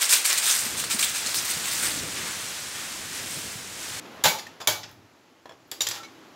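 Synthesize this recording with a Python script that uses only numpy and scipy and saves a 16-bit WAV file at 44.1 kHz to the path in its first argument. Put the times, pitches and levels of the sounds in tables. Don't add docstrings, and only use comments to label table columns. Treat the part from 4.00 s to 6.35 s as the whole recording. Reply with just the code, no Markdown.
import sys
import numpy as np
from scipy import signal
from scipy.fft import rfft, irfft
from scipy.io import wavfile
from scipy.ndimage import uniform_filter1d

SR = 44100
rng = np.random.default_rng(int(sys.argv[2]) if len(sys.argv) > 2 else 0)


def int16_out(signal):
    q = np.round(np.clip(np.atleast_2d(signal).T, -1, 1) * 32767)
    wavfile.write(sys.argv[1], SR, q.astype(np.int16))


def decibels_to_gain(level_db):
    exponent = np.asarray(level_db, float) / 20
    return 10 ** exponent


N = 103635


def evened(x):
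    return x / np.sqrt(np.mean(x ** 2) + 1e-20)


def read(points, hz):
    f, value = np.transpose(points)
    return np.interp(np.log(hz + 1), np.log(f + 1), value)


def add(mix, s, sound):
    part = mix[round(s * SR):][:len(sound)]
    part += sound[:len(part)]


def resonate(x, hz, width_hz):
    r = np.exp(-np.pi * width_hz / SR)
    return 2 * signal.lfilter([1 - r], [1, -r * np.exp(2j * np.pi * hz / SR)], x).real


def coloured(x, db):
    y = irfft(rfft(x) * decibels_to_gain(db), len(x))
    return y / np.sqrt(np.mean(y ** 2))


def blows(events, crack_colour, body, ring_db, size=4096):
    rise_s, body_fade_s, evenness = 0.00053, 0.03, 1.1
    t, hz = np.arange(size) / SR, np.fft.rfftfreq(size, 1 / SR)
    cracks, body_rings = np.zeros((2, N))
    f, width_hz, mode_db = np.transpose(body)[:, :, None]
    modes = np.sqrt(width_hz) / (width_hz + 2j * (hz - f))
    for s, db, length_s, tilt_db in events:
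        tilt = tilt_db * np.log2(np.clip(hz, 300, 15000) / 3000)
        shape = (1 - np.exp(-t / rise_s)) * np.exp(-t / length_s)
        burst = rfft(rng.standard_normal(size) * shape)
        burst = burst / np.sqrt(abs(burst) + 1e-9) ** evenness

        spot_db = 2.5 * rng.standard_normal((len(body), 1))
        response = (decibels_to_gain(mode_db + spot_db) * modes).sum(0)
        ring = irfft(burst * decibels_to_gain(tilt) * response) * np.exp(-t / body_fade_s)
        crack = irfft(burst * decibels_to_gain(read(crack_colour, hz) + tilt)) * shape ** 0.37

        energy = np.linalg.norm(shape)
        add(cracks, s, decibels_to_gain(db) * crack * energy / np.linalg.norm(crack))
        add(body_rings, s, decibels_to_gain(db + ring_db) * ring * energy / np.linalg.norm(ring))
    return np.array([cracks, body_rings])


def rings(events, rise_s):
    blur_share = 0.5
    t, out = np.arange(SR // 2) / SR, np.zeros(N)
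    for s, hz, db, t60_s in events:
        near, turn = rng.random(2)
        neighbour_hz = hz + (2 + 3 * near) / t60_s
        pair = np.sin(2 * np.pi * hz * t)
        pair += blur_share * np.sin(2 * np.pi * (neighbour_hz * t + turn / 4))
        envelope = (1 - np.exp(-t / rise_s)) * decibels_to_gain(db - 60 * t / t60_s)
        add(out, s, envelope * pair / (1 + blur_share / 2))
    return out


def kitchen(x):
    # (frequency [Hz], t60 [s])
    decay = [(150, 0.28), (600, 0.5), (2000, 0.33), (5000, 0.35), (10000, 0.28), (16000, 0.27)]
    level_db, onset_s, spacing = -4, 0.0023, 12
    taps = np.zeros(SR)
    at = np.arange(0, SR - spacing, spacing)
    taps[at + rng.integers(0, spacing, len(at))] = rng.choice([-1., 1.], len(at))
    hz, t, z = signal.stft(taps, SR, nperseg=256)
    tail = signal.istft(z * decibels_to_gain(-60 * t / read(decay, hz)[:, None]), SR, nperseg=256)[1]
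    tail = tail * (1 - np.exp(-np.arange(len(tail)) / SR / onset_s))
    return decibels_to_gain(level_db) * signal.fftconvolve(x, tail / np.linalg.norm(tail))[:N]


def background():
    # (frequency [Hz], level [dB])
    air_colour = [(40, -28), (100, -23.5), (310, 0.5), (420, -7.5), (1000, -8.5), (3000, -15.5),
                  (7000, -21), (16000, -27.5)]
    # (frequency [Hz], level [dB])
    gas_colour = [(40, -16), (100, -8.5), (300, -3), (600, -5), (1700, -9.5), (4000, -15), (7000, -23.5),
                  (16000, -26.5)]
    # (time [s], level [dB], share of unlit hiss [0-1])
    gain = [(0, -46, 0.43), (.22, -46, 0.87), (.56, -52.5, 0.9), (.95, -57.5, 0), (1.401, -59.5, .05),
            (1.7, -58.5, 0), (2.1, -52.5, 0), (2.35, -52.5, 0.3)]
    hop = 256
    frames, hz = N // hop + 5, np.fft.rfftfreq(1024, 1 / SR)
    a, b, patches = rng.standard_normal((3, 513, frames))
    patches = uniform_filter1d(patches, size=10, axis=0)
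    patches = evened(uniform_filter1d(patches, size=10, axis=1))
    s, db, unlit = np.transpose(gain)
    share = np.clip(np.interp(np.arange(frames) * hop / SR, s, unlit), 0, 1)
    field = decibels_to_gain(read(gas_colour, hz)[:, None] * share + read(air_colour, hz)[:, None] * (1 - share))
    field = field / np.linalg.norm(field, axis=0) * decibels_to_gain(0.7 * patches)
    hiss = evened(signal.istft((a + 1j * b) * field, nperseg=1024, noverlap=1024 - hop)[1][:N])
    whine = evened(resonate(rng.standard_normal(N), 10400, 220))
    return decibels_to_gain(np.interp(np.arange(N) / SR, s, db)) * (hiss + decibels_to_gain(-27) * whine)


def flame():
    # (time [s], level [dB])
    flutter = [(.68, -79), (.8, -58.5), (.92, -62), (1.0, -59), (1.08, -65.5), (1.301, -81.5), (1.5, -70),
               (2.35, -70)]
    hz, width_hz = 103, 150
    puff = resonate(resonate(rng.standard_normal(N), hz, width_hz), hz, width_hz)
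    return decibels_to_gain(np.interp(np.arange(N) / SR, *np.transpose(flutter), left=-120)) * evened(puff)


def thumps():
    # (time [s], pitch [Hz], level [dB], t60 [s])
    counter_modes = [(.252, 160, -26, .17), (.69, 102, -35, .2), (.68, 160, -36, .18), (1.81, 105, -49, .2),
                     (1.88, 110, -46, .4), (1.77, 320, -45, .14), (2.18, 330, -38, .07),
                     (1.152, 320, -51, .07), (1.81, 300, -44, .1), (2.14, 310, -46, .15),
                     (2.22, 290, -44, .08), (2.26, 330, -48, .1), (.97, 100, -48, .3)]
    return rings(counter_modes, rise_s=0.01)


def rubs(size=4096):
    # (time [s], level [dB], length [s], centre [Hz], spread [octaves])
    strokes = [(.249, -15, 0.03, 2200, 3.55), (0.382, -36.5, 0.027, 3970, 1.4),
               (0.466, -44, 0.014, 2970, 1.8), (0.602, -42, .028, 890, 0.78),
               (0.603, -42, 0.026, 3440, 0.7), (.605, -45, 0.027, 6400, 0.43),
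               (0.646, -52, 0.01, 10500, .3), (0.83, -41, 0.022, 4200, 0.75),
               (0.831, -45.5, .025, 2000, 0.61), (0.838, -47.5, 0.015, 900, 0.67),
               (0.879, -56.5, 0.037, 1700, 0.63), (0.052, -49, 0.016, 2500, 1.2),
               (1.672, -65, 0.019, 13500, .15), (0.609, -51.5, .03, 14300, .15),
               (1.828, -48, 0.045, 4500, 0.43), (1.92, -40.5, 0.085, 2360, 2.15),
               (2.037, -49, 0.026, 3500, 1.34)]
    grit_db = 1.8
    t, hz, out = np.arange(size) / SR, np.fft.rfftfreq(size, 1 / SR), np.zeros(N)
    for s, db, length_s, centre_hz, spread in strokes:
        noise, bumps = rng.standard_normal((2, size))
        colour = np.maximum(-6 * (np.log2((hz + 1) / centre_hz) / spread) ** 2, -50)
        swell = np.sin(np.pi * np.clip(t / length_s, 0, 1) ** 0.72)
        grit = evened(uniform_filter1d(bumps, size=60))
        add(out, s, decibels_to_gain(db + grit_db * grit) * swell * coloured(noise, colour))
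    return out


def ringing_parts():
    # (time [s], pitch [Hz], level [dB], t60 [s])
    lighter_parts = [(.239, 7100, -9, .035), (.242, 3600, -20, .06), (.257, 860, -15, .11),
                     (.256, 1510, -20, .12), (.25, 1855, -21, .1), (.268, 4080, -16, .05),
                     (.255, 617, -21, .12), (.4, 5000, -36, .06), (.838, 5050, -37, .07),
                     (.832, 1950, -39, .06), (.836, 3500, -39, .05), (.467, 1830, -33, .055),
                     (.615, 4980, -36, .09), (.612, 10700, -44, .09), (.603, 3500, -38, .1),
                     (.604, 750, -39, .08), (.612, 1050, -41, .1), (.674, 3550, -14, .05),
                     (.674, 7100, -12, .035), (.675, 2270, -18, .05), (.681, 620, -24, .12),
                     (.682, 900, -21, .06), (.683, 3200, -19, .08), (1.4575, 651, -35, .035),
                     (1.457, 1000, -41, .05), (1.456, 3330, -49, .08), (1.494, 3340, -43, .06),
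                     (1.494, 5400, -50, .05), (1.494, 7200, -48, .04), (1.495, 680, -41, .05),
                     (1.494, 1720, -47, .05), (1.51, 3340, -45, .045), (1.512, 700, -43, .05),
                     (1.52, 3340, -46, .045), (1.521, 5400, -49, .04)]
    # (time [s], pitch [Hz], level [dB], t60 [s])
    pan_parts = [(1.715, 3350, -27, .028), (1.715, 4650, -28, .03), (1.716, 7310, -27, .04),
                 (1.807, 3720, -16, .06), (1.807, 5700, -20, .05), (1.817, 6990, -16, .045),
                 (1.817, 4680, -23, .04), (1.818, 5840, -22, .07), (1.868, 5000, -20, .04),
                 (1.868, 7100, -18, .045), (1.869, 1810, -25, .05), (1.869, 3150, -25, .05),
                 (1.87, 6090, -24, .06), (1.887, 8200, -22, .04), (1.911, 4850, -24, .04),
                 (1.912, 7900, -25, .04), (2.037, 4000, -39, .08), (2.036, 6000, -41, .08),
                 (2.033, 4950, -44, .08), (1.807, 7000, -22, .04), (1.915, 5900, -30, .08),
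                 (1.832, 7000, -30, .06)]
    # (time [s], pitch [Hz], level [dB], t60 [s])
    rubbed_parts = [(.28, 2266, -21, .18), (.32, 875, -28, .12), (.343, 865, -28, .09),
                    (.7, 1627, -33, .15), (.712, 2270, -31, .25), (1.96, 810, -39, .2),
                    (1.975, 1335, -40, .2), (2.0, 1340, -38, .2), (2.036, 2220, -36, .13)]
    struck = rings(lighter_parts, rise_s=0.0012) + rings(pan_parts, rise_s=0.0012)
    return struck + rings(rubbed_parts, rise_s=0.005)


def counter_taps():
    # (time [s], level [dB], contact length [s], brightness [dB per octave])
    taps = [
        (1.456, -39.5, 0.0057, -1),
        (1.493, -39.5, 0.0035, 0),
        (1.510, -42, 0.0043, -4),
        (1.521, -49.5, 0.0051, 0.5),
    ]
    # (frequency [Hz], level [dB])
    crack_colour = [(40, -50), (120, -16), (300, -2), (650, 0), (900, -0.5), (2500, -9.5), (5000, -15),
                    (16000, -21)]
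    # (frequency [Hz], width [Hz], level [dB])
    body = [(300, 55, -7), (680, 80, -7), (1060, 100, -2), (1690, 100, -1), (4150, 250, -3.5),
            (5260, 200, -8)]
    return blows(taps, crack_colour, body, ring_db=-6.5)


def pan_clanks():
    # (time [s], level [dB], contact length [s], brightness [dB per octave])
    clanks = [
        (1.7145, -20, 0.0031, 5.5),
        (1.719, -37, 0.011, -3.5),
        (1.806, -20, 0.0089, 0.5),
        (1.817, -15.5, 0.0045, 5.5),
        (1.868, -19, 0.005, 0.5),
        (1.887, -20, 0.0063, 5),
        (1.911, -25, 0.0066, 0),
        (1.952, -39.5, 0.013, -1),
        (2.032, -35.5, 0.0038, -4.5),
    ]
    # (frequency [Hz], level [dB])
    crack_colour = [(60, -76), (300, -5.5), (1200, 0.5), (2500, -3), (3500, 5), (7000, -4.5), (11000, -7),
                    (16000, -7.5)]
    # (frequency [Hz], width [Hz], level [dB])
    body = [(1830, 140, -4.5), (2320, 150, -5.5), (2850, 130, -6), (3350, 710, -11), (4850, 84, -7),
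            (5440, 130, -2), (5950, 97, -11), (7480, 930, 9.5), (10200, 190, -3), (11270, 180, -1),
            (11100, 330, -17), (13000, 210, -23)]
    return blows(clanks, crack_colour, body, ring_db=-5.5)


def lighter_snaps():
    # (time [s], level [dB], contact length [s], brightness [dB per octave])
    snaps = [
        (.238, -11, 0.012, 1),
        (.243, -13, 0.019, -1.5),
        (.282, -13.5, 0.01, 4),
        (.602, -38, 0.016, -3.5),
        (.673, -4, 0.0045, 1),
        (.682, -16.5, 0.013, -1.5),
        (.892, -39, .002, 5),
        (.913, -38, 0.003, 9),
    ]
    # (frequency [Hz], level [dB])
    crack_colour = [(100, -19), (300, -16), (800, -6.5), (2000, -8.5), (4000, -4), (7000, -5.5),
                    (11000, -4.5), (16000, -5.5)]
    # (frequency [Hz], width [Hz], level [dB])
    body = [(620, 60, -9), (837, 130, -1.5), (1635, 90, 3), (2250, 28, -3), (3330, 200, -2.5),
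            (3510, 91, 7), (3890, 67, 6), (4670, 130, -14), (6940, 400, -4.5), (12000, 500, -4)]
    return blows(snaps, crack_colour, body, ring_db=-13.5)


def scene():
    crack, ring = counter_taps() + pan_clanks() + lighter_snaps()
    rub, parts = rubs(), ringing_parts()
    room = kitchen(crack + rub + decibels_to_gain(-6) * ring + decibels_to_gain(-18) * parts)
    direct = decibels_to_gain(-3) * crack + rub + ring + parts
    return (background() + flame() + thumps() + room + direct)[None]


def band_limit(x):
    return signal.sosfilt(signal.butter(12, 16810, fs=SR, output="sos"), x)


def record(dry):
    # (frequency [Hz], level [dB])
    microphone = [(30, -24), (90, 3.5), (7300, 0), (8300, -8), (9600, -8.5), (10800, -3), (16000, -7.5)]
    clip_level, edge_hz, loud_edge_hz, edge_opens_db = 0.75, 15750, 16450, -27
    dry = irfft(rfft(dry) * decibels_to_gain(read(microphone, np.fft.rfftfreq(N, 1 / SR))), N)
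    dry = clip_level * np.tanh(dry / clip_level)

    def below(hz):
        lowpass = signal.firwin(511, hz, window=("kaiser", 9), fs=SR)
        return signal.oaconvolve(dry, lowpass[None], "same")

    low = below(edge_hz)
    top = below(loud_edge_hz) - low
    ahead = uniform_filter1d(dry ** 2, size=600, origin=-200)
    past = uniform_filter1d(dry ** 2, size=600, origin=299)
    rising = ahead > decibels_to_gain(2 * edge_opens_db) + 4 * past
    mix = low + top * uniform_filter1d(rising * 1., size=128)
    return band_limit(mix)


dry = scene()
out = record(dry)
int16_out(out)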